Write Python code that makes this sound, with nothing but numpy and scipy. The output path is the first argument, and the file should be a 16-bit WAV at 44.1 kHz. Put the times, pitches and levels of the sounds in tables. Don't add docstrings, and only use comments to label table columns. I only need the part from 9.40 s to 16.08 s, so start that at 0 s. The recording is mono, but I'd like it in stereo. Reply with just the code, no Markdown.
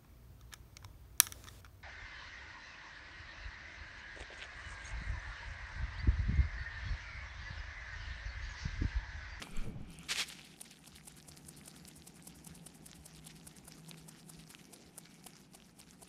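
import sys
import numpy as np
from scipy import signal
from scipy.fft import rfft, irfft, next_fast_len
from scipy.io import wavfile
from scipy.ndimage import uniform_filter1d, map_coordinates

SR = 44100
rng = np.random.default_rng(int(sys.argv[2]) if len(sys.argv) > 2 else 0)


def ratio(d):
    e = np.asarray(d, float) / 20
    return 10 ** e


def generate_wav(signal):
    frames = np.transpose(np.atleast_2d(signal))
    scaled = np.clip(frames, -1, 1) * 32767
    pcm = np.round(scaled).astype(np.int16)
    wavfile.write(sys.argv[1], SR, pcm)


N = 294588

# (time [s], smack level [dB], wet body re smack [dB], bowl knock re smack [dB])
FULL_LICKS = [(0.89, -51, 2, -24), (1.215, -49.5, -4, -13), (1.477, -54, -3, -7.5), (1.68, -51, -7, -10),
              (1.89, -52.5, -6, -6), (2.09, -49.5, -21, -7.5), (2.281, -48, -5.5, -6),
              (2.484, -52, -5, -17), (2.677, -52.5, -3, -4), (2.875, -47, -8.5, -12), (3.073, -51, -5, -8),
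              (3.27, -52.5, -6, -9), (3.466, -50.5, -9, -20), (3.663, -51, -5.5, -7),
              (3.872, -53, -0.5, -5.5), (4.075, -51.5, -4.5, -3), (4.285, -53.5, -6, -2.5),
              (4.494, -55.5, -6, -5.5), (4.691, -55, -3.5, -5), (4.9, -51.5, -24, -9),
              (5.108, -54.5, -2, -9), (5.339, -53.5, -0.5, -5.5), (5.585, -51.5, -6.5, -5),
              (5.869, -47, -1, -4.5), (6.153, -55, -0.5, -2), (6.401, -56.5, -0.5, -3),
              (6.63, -55.5, -6, 0)]
# (time [s], smack level [dB], wet body re smack [dB])
RETURN_LICKS = [(0.026, -64, 9), (1.05, -62.5, 9), (1.313, -63.5, 9.5), (1.56, -58.5, 2),
                (1.772, -59.5, -4), (1.972, -60.5, -20), (2.172, -59, -17.5), (2.364, -61, -13),
                (2.566, -57.5, -21), (2.76, -62, -11), (2.957, -61, -15), (3.152, -59.5, -23),
                (3.351, -61, -58), (3.556, -61, 0.5), (3.76, -63, 3.5), (3.962, -63.5, 5),
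                (4.166, -62, -23.5), (4.381, -64, -21), (4.58, -61.5, 2.5), (4.791, -65, -38),
                (4.998, -65.5, 9), (5.21, -80, -5), (5.71, -69, 7), (5.97, -74, -0.5), (6.26, -70, -3),
                (6.5, -75, -6)]
# (time [s], level [dB])
TIP_TOUCHES = [
    (1.657, -58),
    (2.07, -57),
    (2.261, -53),
    (3.048, -53),
    (3.85, -58),
    (4.252, -56),
]
# (frequency [Hz], width [Hz], level [dB])
SMACK_MODES = [(9300, 2870, 31), (7540, 580, 5), (13000, 2900, 6)]
# (frequency [Hz], width [Hz], level [dB])
MOUTH_MODES = [(5130, 2430, 0.5), (2850, 3600, 1.5)]
# (frequency [Hz], width [Hz], level [dB])
FOOT_MODES = [(724, 440, 0)]
# (frequency [Hz], width [Hz], level [dB])
WALL_MODES = [(1380, 310, 0)]
# (time [s], peak [dB])
FOOD_SNAPS = [(1.2155, -33.5), (1.218, -38), (1.6723, -42), (1.6766, -42), (1.6828, -37), (1.888, -44),
              (2.0883, -43), (2.09, -38), (2.28, -38), (2.2813, -42), (2.4868, -39), (2.6763, -38),
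              (2.8756, -37.5), (3.0746, -39), (3.153, -40), (3.2654, -40), (3.2683, -36.5), (3.4646, -34),
              (3.6591, -39), (3.6632, -42), (3.8704, -38), (4.071, -38), (4.0768, -42), (4.2828, -36.5),
              (4.492, -47), (4.4937, -39), (4.6873, -44), (4.6915, -38), (4.899, -43), (5.58, -35),
              (5.5844, -35.5), (5.867, -51), (5.8704, -42), (6.4028, -40), (6.6245, -45), (6.63, -42)]
# (time [s], peak [dB], ring [Hz])
BUBBLES = [(.1091, -54, 8970), (.112, -57, 9300), (.1182, -57, 8960), (.1699, -43, 7400),
           (.5048, -50, 9250), (.531, -52, 9430), (.5374, -52, 9320), (.5422, -54, 9310),
           (.5881, -43, 8400), (.6325, -53, 10600), (.6327, -57, 6000), (1.1902, -58, 8340),
           (1.2417, -49, 8610), (1.3911, -58, 9130), (1.4061, -59, 8840), (1.7227, -52, 9000),
           (1.7869, -51, 9350), (1.8742, -56, 8860), (2.1732, -51, 8520), (2.7442, -61, 10460),
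           (2.825, -48, 9240), (2.837, -56, 8910), (2.8495, -54, 8420), (3.3371, -62, 9050),
           (3.7358, -61, 9210), (4.1669, -49, 9070), (4.4071, -57, 8830), (4.7439, -58, 9280),
           (4.9921, -54, 9180), (5.1824, -61, 9350), (5.8449, -57, 9760), (5.9562, -57, 7290)]
# (time [s], peak [dB], ring [Hz])
SHARP_CRACKS = [
    (.0189, -36, 1900),
    (.0247, -34, 3000),
    (.0403, -47, 4000),
    (.7598, -29, 2600),
    (4.513, -38, 3900),
    (4.5132, -44, 2200),
    (4.5136, -52, 600),
    (5.1492, -40.5, 2650),
]
# (time [s], peak [dB], ring [Hz])
HARD_TICKS = [(0.9952, -45, 2600), (1.0103, -48, 2470), (1.017, -45.5, 4130), (1.033, -51, 3320),
              (1.0456, -53, 3010), (1.0733, -48, 2400), (1.1407, -51.5, 3300), (1.1648, -53, 2920),
              (1.205, -45.5, 3750), (1.459, -45, 3260), (1.5609, -42.5, 3700), (1.584, -49.5, 2040),
              (1.611, -48.5, 2120), (2.214, -49.5, 2180), (2.3641, -47, 3440), (2.7966, -51, 2160),
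              (2.9077, -53, 3620), (3.178, -53, 2670), (3.5317, -43, 3650), (3.771, -53, 2550),
              (3.8786, -49, 3200), (4.0134, -51.5, 2930), (4.544, -47.5, 2510), (5.1403, -49.5, 1600),
              (6.202, -50, 2860)]
# (time [s], peak [dB], ring [Hz])
QUILL_TICKS = [(0.071, -43.5, 920), (0.5038, -63, 4000), (.519, -55, 6000), (.526, -61.5, 5000),
               (.421, -58, 8940), (1.19, -52, 4500), (1.3119, -40, 6000), (1.8018, -48, 4110),
               (1.8274, -46.5, 6420), (1.9159, -47, 5240), (1.921, -43.5, 4650), (1.9738, -41.5, 4680),
               (2.051, -58, 6420), (2.111, -50, 5770), (2.3143, -48, 4610), (2.4523, -42.5, 4600),
               (2.622, -47.5, 4030), (2.989, -49.5, 6550), (3.515, -42.5, 6590), (3.74, -52, 6120),
               (3.75, -46, 5030), (4.1853, -44, 6540), (4.5736, -51, 4130), (4.8305, -52, 3900),
               (5.2431, -48, 5800), (5.254, -44, 5920), (5.4273, -50.5, 5770), (5.6567, -44, 4450),
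               (5.743, -48, 6400), (5.842, -45.5, 5130), (5.9676, -45, 5540), (5.989, -56.5, 5900),
               (6.5098, -44, 6000)]
# (time [s], peak [dB], ring [Hz])
GRIT_TICKS = [(0.8724, -46, 3640.0), (0.902, -38.5, 3250), (0.947, -52, 4280.0), (0.987, -49, 2800.0),
              (0.99, -47, 2850.0), (1.0681, -54, 3300), (1.3435, -56.0, 3280.0), (1.359, -55, 3640.0),
              (1.362, -56.0, 3820.0), (1.3708, -49.5, 3520), (1.4426, -49.5, 2510), (1.787, -54, 4080.0),
              (1.808, -53, 3640.0), (1.9395, -57, 3340.0), (1.969, -49, 5040.0), (2.0504, -48, 5440),
              (2.1515, -63, 4640.0), (2.173, -56, 5210.0), (2.235, -54, 3270.0), (2.514, -50, 3600.0),
              (2.5365, -56, 4700.0), (2.5994, -54, 4120.0), (2.7417, -66, 2330.0), (3.0466, -62, 5640.0),
              (3.3016, -54, 4260.0), (3.497, -53, 3620.0), (3.767, -63, 3220.0), (3.7906, -51, 3650.0),
              (3.797, -54, 2900.0), (3.845, -53, 3390.0), (3.8594, -49, 3470.0), (3.9055, -54, 4500),
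              (3.9998, -48.5, 4100), (4.113, -50, 3580.0), (4.1513, -68, 3710.0), (4.2386, -57, 2300.0),
              (4.3153, -61, 2790.0), (4.322, -39, 5400), (4.4482, -52, 3290.0), (4.462, -51, 4050.0),
              (4.4757, -52, 4140.0), (4.5975, -57, 4240), (4.73, -60, 3120), (4.77, -63, 4120.0),
              (4.936, -46.5, 5200), (4.9527, -56, 3080.0), (5.0386, -49.5, 4020), (5.2563, -59, 5540.0),
              (5.3626, -47, 4150.0), (5.935, -48, 4820.0), (6.1355, -49, 5070.0), (6.223, -50.5, 3200),
              (6.295, -57, 4610.0), (6.4146, -45.5, 5130.0), (6.4324, -54, 2510), (6.439, -59, 3660)]
# (time [s], level [dB], rise [ms], fall [ms])
GRIND_BURSTS = [(0.021, -45, 1.5, 10), (0.693, -43, 6.9, 7.6), (0.709, -35.5, 11.8, 12.4),
                (.724, -37.5, 13, 14), (.752, -47, 19, 18), (0.799, -34, 29.4, 34.3), (.893, -54.5, 48, 49),
                (0.927, -52.5, 9.5, 8.7), (.99, -59, 50, 49), (1.11, -63, 58, 55), (1.26, -56.5, 11, 15),
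                (3.905, -57, 16, 15), (4.315, -60.5, 7.8, 10)]
# (frequency [Hz], level [dB per Hz])
SHEET_COLOUR = [(180, -42.5), (300, -33), (412, -9.5), (462, -18), (749, -13), (1300, -7.5), (1900, -2.5),
                (2300, 0.5), (2880, -3.5), (3130, 0), (9880, -13), (13500, -24), (16000, -36)]
# (time [s], frequency [Hz],
# glide [Hz/s], half length [ms], level [dB])
GLAZE_SLIPS = [
    (.169, 7200, -100000, 2.5, -51),
    (.295, 11200, -120000, 25, -72),
    (2.43, 11400, 18000, 40, -74),
    (.669, 6200, 0, 4, -62),
    (4.322, 5600, -100000, 4, -59),
    (5.21, 11600, 9000, 85, -73),
]
# (frequency [Hz], level [dB per Hz])
RUSTLE_COLOUR = [(700, -18), (1300, 4), (2300, 0), (3300, -0.5), (5700, 0), (7500, -3), (10000, -94)]
# (time [s], level [dB])
BUSYNESS = [(0, -57), (.11, -64), (.24, -58), (.35, -84), (.43, -81), (.51, -62), (.6, -65), (.67, -58),
            (.86, -56.5), (1.07, -67.5), (1.4, -66), (2.4, -63.5), (3.2, -66.5), (4.5, -64), (5.35, -63.5),
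            (5.55, -65.5), (6.02, -63.5), (6.09, -69), (6.68, -64)]
# (time [s], level [dB], rise [ms], fall [ms])
SNIFFS = [
    (5.3, -80, 150, 150),
    (5.72, -74, 130, 130),
    (5.93, -79, 60, 90),
]
# (frequency [Hz], level [dB])
LEFT_SHADE = [(300, -2), (1200, -8.5), (2500, -5.5), (4000, -4), (5500, -0.5), (7000, -2), (9000, -5),
              (11000, -5), (14000, -8.5)]
# (frequency [Hz], share [0-1])
PORT_SHARE = [(600, 0.18), (1700, 0.82), (4000, 0.99), (6300, 0.94), (8500, 0.66), (12500, 0.36),
              (15000, 0.54)]
# (time [s], level [dB], frequency [Hz], half length [ms])
STAND_ROCKS = [
    (0.1905, -25.5, 16.35, 25),
    (.135, -38.5, 15, 15),
    (0.27, -34.5, 14, 29),
    (.412, -41.5, 11, 40),
    (.5, -54, 18, 35),
]
# (time [s], level [dB], frequency [Hz], half length [ms])
FOOT_BUMPS = [(0.177, -44, 205, 9.4), (.232, -44, 140, 7.9), (.281, -38, 119, 10.4), (.297, -45.5, 214, 17),
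              (.272, -50, 450, 9.3), (0.301, -53, 432, 18), (.367, -41, 120, 11.6), (.385, -48.5, 212, 12),
              (0.416, -49.5, 177, 16), (.505, -48, 167, 20), (.6, -51.5, 168, 20)]
# (time [s], level [dB], frequency [Hz], half length [ms])
MOTOR_SWELL = [
    (3.15, -56, 173, 140),
]
# (time [s], level [dB], rise [ms], fall [ms])
SHOVES = [
    (.025, -61, 20, 11),
    (.33, -55.5, 210, 210),
]
# (time [s], level [dB], rise [ms], fall [ms])
JOINT_CREAKS = [
    (.025, -48, 14, 36),
    (.27, -50, 72, 58),
    (.36, -57, 43, 70),
    (.68, -61, 46, 40),
]
# (time [s], level [dB], rise [ms], fall [ms])
FINGER_SLIDES = [
    (.02, -56, 23, 51),
    (.2, -56.5, 360, 130),
    (.62, -65.5, 330, 140),
]
# (time [s], level [dB], rise [ms], fall [ms])
FINGER_SKID = [
    (.62, -63, 130, 90),
]
# (frequency [Hz], width [Hz], level [dB])
SKIN_MODES = [(1300, 480, 5), (2340, 280, 8), (3110, 930, 2.5), (4600, 240, -0.5)]
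# (time [s], peak [dB])
WEIGHT_SHIFTS = [(0.984, -73), (1.143, -69), (1.27, -70), (1.393, -69), (1.522, -55), (1.885, -56),
                 (2.038, -56), (2.168, -62), (2.415, -57), (2.573, -56), (2.958, -56), (3.093, -54.5),
                 (3.408, -69), (3.577, -54), (3.773, -57), (4.047, -57), (4.224, -55), (4.597, -58),
                 (4.758, -63), (4.967, -56), (5.45, -62), (6.203, -66)]
# (time [s], level [dB])
FLOOR_SWAY = [(0, -75), (.38, -49.5), (.7, -57), (1.25, -76), (1.73, -59), (2.0, -69), (4.1, -60.5),
              (5.1, -77), (6.68, -64.5)]
# (frequency [Hz], width [Hz], level [dB])
STAND_MODES = [(63.2, 23, 14.5), (29.3, 14.5, 6)]
# (time [s], frequency [Hz], level [dB])
MOTOR_DRONE = [(0, 153, -66.5), (.5, 153.5, -63), (.75, 154, -68), (1.25, 154.5, -71), (1.73, 149, -66),
               (2.18, 147.5, -63.5), (2.55, 152.5, -66), (2.91, 154.5, -65), (3.15, 155.5, -61.5),
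               (3.43, 156, -66.5), (3.88, 157.5, -59), (4.12, 159, -68), (4.56, 159.8, -54.5),
               (4.77, 160, -64.5), (5.0, 161.5, -57.5), (5.26, 162, -76), (5.68, 162, -73),
               (6.68, 163.8, -93)]
# (time [s], level [dB], rise [ms], fall [ms])
AIR_PUFFS = [
    (4.55, -66, 60, 50),
    (5.36, -63, 90, 140),
    (0.14, -62, 50, 34),
]
# (time [s], level [dB])
AIR_LEVEL = [(0, -54.5), (1.3, -59), (2.6, -56), (3.3, -57), (4.2, -58), (5.2, -58.5), (6.68, -59)]
# (frequency [Hz], level [dB per Hz])
AIR_COLOUR = [(15, -48), (25, -13), (97, -11.5), (135, -1.5), (175, 5.5), (230, 0.5), (373, -5.5),
              (575, -13), (760, -5), (990, -12.5), (1800, -21), (2600, -21.5), (3600, -30.5), (6000, -31),
              (10000, -54), (14000, -44), (16000, -74)]
# (frequency [Hz], left-right likeness [-1 to 1])
AIR_LIKENESS = [(60, 0.59), (130, 0.36), (290, 0.42), (640, -0.62), (1400, -0.77), (3100, 0.31),
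                (7000, -0.21)]


def unit(x):
    return x / np.sqrt(np.mean(x ** 2) + 1e-20)


def along(points, hz):
    f, v = np.transpose(points)
    return np.interp(np.log(hz + 1), np.log(f + 1), v)


def curves(rows):
    s, *cols = np.transpose(rows)
    return [np.interp(np.arange(N) / SR, s, c) for c in cols]


def wobble(rate_hz):
    knots = rng.standard_normal(int(N * rate_hz / SR) + 4)
    return map_coordinates(knots, [np.arange(N) * rate_hz / SR])


def filtered(x, response):
    m = next_fast_len(N + SR // 2)
    return irfft(rfft(x, m) * response(np.fft.rfftfreq(m, 1 / SR)), m)[..., :N]


def modes(table):
    def response(f):
        return sum((-1) ** k * ratio(db) * 1j * f * w / (c * c - f * f + 1j * f * w)
                   for k, (c, w, db) in enumerate(table))
    return response


def twice(table):
    return lambda f: modes(table)(f) ** 2


def colour(points):
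    return lambda f: ratio(along(points, f))


def crackle(rate_hz, spread_db, life_ms, smooth):
    starts = (rng.random(N) < rate_hz / SR) * ratio(spread_db * rng.standard_normal(N))
    decay = np.exp(-1000 / (life_ms * SR))
    bursts = unit(signal.filtfilt([1], [1, -decay], starts)) + smooth
    level = np.sqrt(np.abs(uniform_filter1d(bursts ** 2, size=500)))
    return unit(bursts / level * rng.standard_normal(N))


def patchy(x, depth_db):
    z = signal.stft(x, nperseg=256)[2]
    field = uniform_filter1d(rng.standard_normal(z.shape), size=9, axis=0)
    field = uniform_filter1d(field, size=8, axis=1)
    return unit(signal.istft(z * ratio(depth_db * unit(field)), nperseg=256)[1][:N])


def swells(s, db, rise_ms, fall_ms, drop_db):
    gain, t_ms = np.zeros(N + SR), np.arange(-SR // 4, SR // 4) * 1000 / SR
    for at, top_db, rise, fall in zip(s, db, np.maximum(rise_ms, 1), np.maximum(fall_ms, 1)):
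        slope = np.where(t_ms < 0, -t_ms / rise, t_ms / fall)
        gain[round(at * SR):][:len(t_ms)] += ratio(top_db - drop_db * slope ** 2.31)
    return gain[SR // 4:][:N]


def per_stroke(rows, rest_db, top_db, delay_s, rise_ms, fall_ms):
    s = np.transpose(rows)[0] + delay_s
    return ratio(rest_db) + swells(s, 0 * s + top_db, 0 * s + rise_ms, 0 * s + fall_ms, drop_db=7)


def pair(response, alike):
    turn = lambda f: np.arccos(np.clip(along(alike, f), -1, 1)) / 2
    noise = rng.standard_normal((2, N))
    mid, side = filtered(noise, lambda f: response(f) * [np.cos(turn(f)), np.sin(turn(f))])
    return unit(np.array([mid + side, mid - side]))


def licks():
    s, db, rise_ms, fall_ms, wet_db, knock_db, load_db = strokes()
    peel = crackle(rate_hz=1100, spread_db=3, life_ms=.18, smooth=1.2)

    touch_s, touch_db = np.transpose(TIP_TOUCHES)
    touch = swells(touch_s, touch_db, 0 * touch_s + 5, 0 * touch_s + 5, drop_db=34)
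    top = swells(s, db + 0.47, rise_ms - 1.5, fall_ms - 1.5, drop_db=32)
    slide = swells(s - .008, db + load_db - 15, rise_ms + 22, fall_ms + 30, drop_db=9)
    smack = (top + slide + touch) * unit(filtered(peel, modes(SMACK_MODES)))

    wet_gain = swells(s, db + wet_db - 5.5, rise_ms - 1.5, fall_ms - 1.5, drop_db=22)
    wet = wet_gain * unit(filtered(peel, twice(MOUTH_MODES)))

    rim = np.clip(.3 + .15 * wobble(4), 0, 1)
    foot = unit(filtered(peel, twice(FOOT_MODES)))
    wall = unit(filtered(peel, twice(WALL_MODES)))
    bowl = np.sqrt(1 - rim ** 2) * foot + rim * wall
    knock = swells(s, db + knock_db - 0.5, 0.99 * rise_ms, 0.38 * fall_ms, drop_db=18.5) * bowl

    gulp = swells(s + 0.024, load_db - 68, 0 * s + 22, 0 * s + 18, drop_db=64)
    mash = crackle(rate_hz=600, spread_db=5, life_ms=.3, smooth=.7)
    slurp = gulp * unit(filtered(mash, colour(RUSTLE_COLOUR)))
    return smack + wet + knock + slurp


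def strokes():
    firm_db, slower_ms_per_db = -47, 1.4
    s, db, wet_db, knock_db = np.transpose(FULL_LICKS)
    slower_ms = slower_ms_per_db * (firm_db - db)
    full = [s, db, 8.8 + slower_ms, 8.03 + 0.34 * slower_ms, wet_db, knock_db, 0 * s]
    s, db, wet_db = np.transpose(RETURN_LICKS)
    rise_ms, fall_ms, knock_db, load_db = 17, 38, -15, -30
    back = [s, db, 0 * s + rise_ms, 0 * s + fall_ms, wet_db, 0 * s + knock_db, 0 * s + load_db]
    return np.hstack([full, back])


def pops():
    bubble_gain_db, snap_hz, attack_s = 5, 9540, .00025
    out, t = np.zeros(N + SR), np.arange(200) / SR
    rows = [(s, db + bubble_gain_db, hz) for s, db, hz in BUBBLES]
    rows += [(s, db, snap_hz) for s, db in FOOD_SNAPS]
    shape = t / attack_s * np.exp(1 - t / attack_s)
    for (s, db, hz), noise in zip(rows, rng.standard_normal((len(rows), len(t)))):
        ring = np.sin(2 * np.pi * hz * (1 + .04 * noise[0]) * t) + .38 * noise
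        out[round((s - attack_s) * SR):][:len(t)] += ratio(db) * shape * ring
    return out[:N]


def ticks():
    faint_db, faint_hz = -68, 3300
    out, t = np.zeros(N + SR), np.arange(300) / SR
    at, size, pitch = rng.random((3, 50))
    faint = zip(1.2 + 5.3 * at, faint_db + 5 * size, faint_hz * (.6 + pitch))
    rows = [*SHARP_CRACKS, *HARD_TICKS, *QUILL_TICKS, *GRIT_TICKS, *faint]
    for (s, db, hz), noise in zip(rows, rng.standard_normal((len(rows), len(t)))):
        ring = np.sin(2 * np.pi * hz * t) * np.exp(-t * hz / 1.15) * (1 - np.exp(-t * hz / .3))
        push = .18 * np.sin(1.1 * np.pi * hz * t) * np.exp(-t * hz / 1.6)
        snap = .22 * noise * np.exp(-t / .0003)
        out[round((s - .0003) * SR):][:len(t)] += ratio(db + 10) * (ring + push + snap)
    return filtered(out[:N], lambda f: f * f / (f * f + 500 ** 2) / (1 + (f / 11500) ** 4))


def drags():
    grit = crackle(rate_hz=2500, spread_db=1.5, life_ms=.15, smooth=3)
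    grind = unit(filtered(grit, colour(SHEET_COLOUR)))
    return swells(*np.transpose(GRIND_BURSTS), drop_db=10) * grind


def squeaks():
    out, t = np.zeros(N), np.arange(N) / SR
    for s, hz, glide, ms, db in GLAZE_SLIPS:
        whistle = np.sin(2 * np.pi * (hz + glide * (t - s) / 2) * (t - s))
        out += swells([s], [db], [ms], [ms], drop_db=12) * whistle
    return out


def fur():
    push = per_stroke(FULL_LICKS, rest_db=0, top_db=-7, delay_s=0.033, rise_ms=17, fall_ms=146)
    hairs = crackle(rate_hz=500, spread_db=2, life_ms=0.15, smooth=1)
    brush = unit(filtered(hairs, colour(RUSTLE_COLOUR)))
    level_db = curves(BUSYNESS)[0] + 2 * wobble(55) + wobble(140) - 6
    return ratio(level_db) * push * patchy(brush, depth_db=3)


def mouth():
    opening = per_stroke(RETURN_LICKS, rest_db=-3.5, top_db=-7, delay_s=0.039, rise_ms=24, fall_ms=40)
    spit = crackle(rate_hz=2700, spread_db=5, life_ms=1, smooth=1)
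    hiss = unit(filtered(spit, modes(SMACK_MODES)))
    level_db = curves(BUSYNESS)[0] + 1.5 * wobble(40) - 5
    return ratio(level_db) * opening * patchy(hiss, depth_db=3)


def sniffs():
    nose = unit(filtered(rng.standard_normal(N), twice([(2260, 170, 0)])))
    return swells(*np.transpose(SNIFFS), drop_db=8) * nose


def hush():
    full_quiet_s, lead_s, half_length_share = .32, -.055, .15
    s = np.transpose(FULL_LICKS[2:])[0]
    wait_s = np.diff(s)
    depth_db = 40 * np.log10(np.minimum(wait_s / full_quiet_s, .7))
    half_ms = 1000 * half_length_share * wait_s
    return 1 - swells(s[1:] + lead_s, depth_db, half_ms, half_ms, drop_db=6)


def ports(right, left):
    lag_samples = 1.3
    z = signal.stft(left, nperseg=64)[2]
    scattered = z * np.exp(2j * np.pi * rng.random(z.shape))
    scattered = 2.4 * signal.istft(scattered, nperseg=64)[1][:N]
    late = lambda f: ratio(along(LEFT_SHADE, f)) * np.exp(-2j * np.pi * f * lag_samples / SR)
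    share = lambda f: np.clip(along(PORT_SHARE, f), 0, 1)
    direct = filtered(left, lambda f: late(f) * share(f))
    diffuse = filtered(scattered, lambda f: late(f) * np.sqrt(1 - share(f) ** 2))
    return np.array([direct + diffuse, right])


def rocking():
    out, t = np.zeros(N), np.arange(N) / SR
    for s, db, hz, ms in [*STAND_ROCKS, *FOOT_BUMPS, *MOTOR_SWELL]:
        out += ratio(db) * np.sin(2 * np.pi * hz * (t - s)) * np.exp(-((t - s) * 1000 / ms) ** 2)
    return ratio([[-1.2], [1.2]]) * out


def hand():
    def gain(rows, rest_db):
        return ratio(rest_db) + swells(*np.transpose(rows), drop_db=24.5)

    held = np.clip((.68 - np.arange(N) / SR) / 0.0099, 0, 1)
    body = modes([(103, 89, -1), (222.6, 124, 0), (45, 29, -6.5)])
    rumble = gain(SHOVES, -72) * ratio(3.5 + 2.8 * wobble(59)) * pair(body, [(100, 0.99)])
    creak = gain(JOINT_CREAKS, -70) * ratio(-7) * pair(twice([(400, 350, 0)]), [(400, 1)])
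    skin = pair(twice(SKIN_MODES), [(2000, 0.77)])
    slide = gain(FINGER_SLIDES, -76) * ratio(-2 + 1.7 * wobble(27.7)) * skin
    skin_off = pair(twice([(2400, 450, 0), (3050, 600, 2)]), [(2000, .8)])
    skid = swells(*np.transpose(FINGER_SKID), drop_db=8) * skin_off
    return held * (rumble + creak + slide + skid)


def thuds():
    out, t = np.zeros(N + SR), np.arange(SR // 4) / SR
    for (s, db), hz in zip(WEIGHT_SHIFTS, rng.uniform(53.6, 78.6, len(WEIGHT_SHIFTS))):
        swing = np.sin(2 * np.pi * hz * t) * t / 0.026 * np.exp(-t / 0.016)
        out[round(s * SR):][:len(t)] += ratio(db + 12.5) * swing
    return out[:N]


def shaking():
    return ratio(curves(FLOOR_SWAY)[0] - 6) * pair(twice(STAND_MODES), [(60, 0.77)])


def drone():
    hz, db = curves(MOTOR_DRONE)
    turns = np.cumsum(hz + .6 * wobble(4.4)) / SR
    return ratio(db + 3.5) * np.sin(2 * np.pi * turns + [[0], [.4]])


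def air():
    still = ratio(curves(AIR_LEVEL)[0] + 0.83 * wobble(2.82)) * pair(colour(AIR_COLOUR), AIR_LIKENESS)
    puffs = swells(*np.transpose(AIR_PUFFS), drop_db=4) * pair(twice([(400, 300, 0)]), AIR_LIKENESS)
    return still + puffs


def scene():
    near = licks() + hush() * (fur() + mouth()) + sniffs() + squeaks()
    drag, tick = drags(), ticks() + pops()
    right = near + drag + tick
    left = near + ratio(-3) * drag + ratio(-2.5) * tick
    room = ratio([[.8], [-.8]]) * (thuds() + shaking() + drone() + air())
    return ratio(4) * ports(right, left) + rocking() + hand() + room


def top_cut(x):
    return signal.sosfilt(signal.butter(12, 16220, fs=SR, output="sos"), x)


def record(dry):
    heard = filtered(dry, lambda f: (f < 15830) / (1 + (f / 14500) ** 22))
    return top_cut(heard)


dry = scene()
out = record(dry)
generate_wav(out)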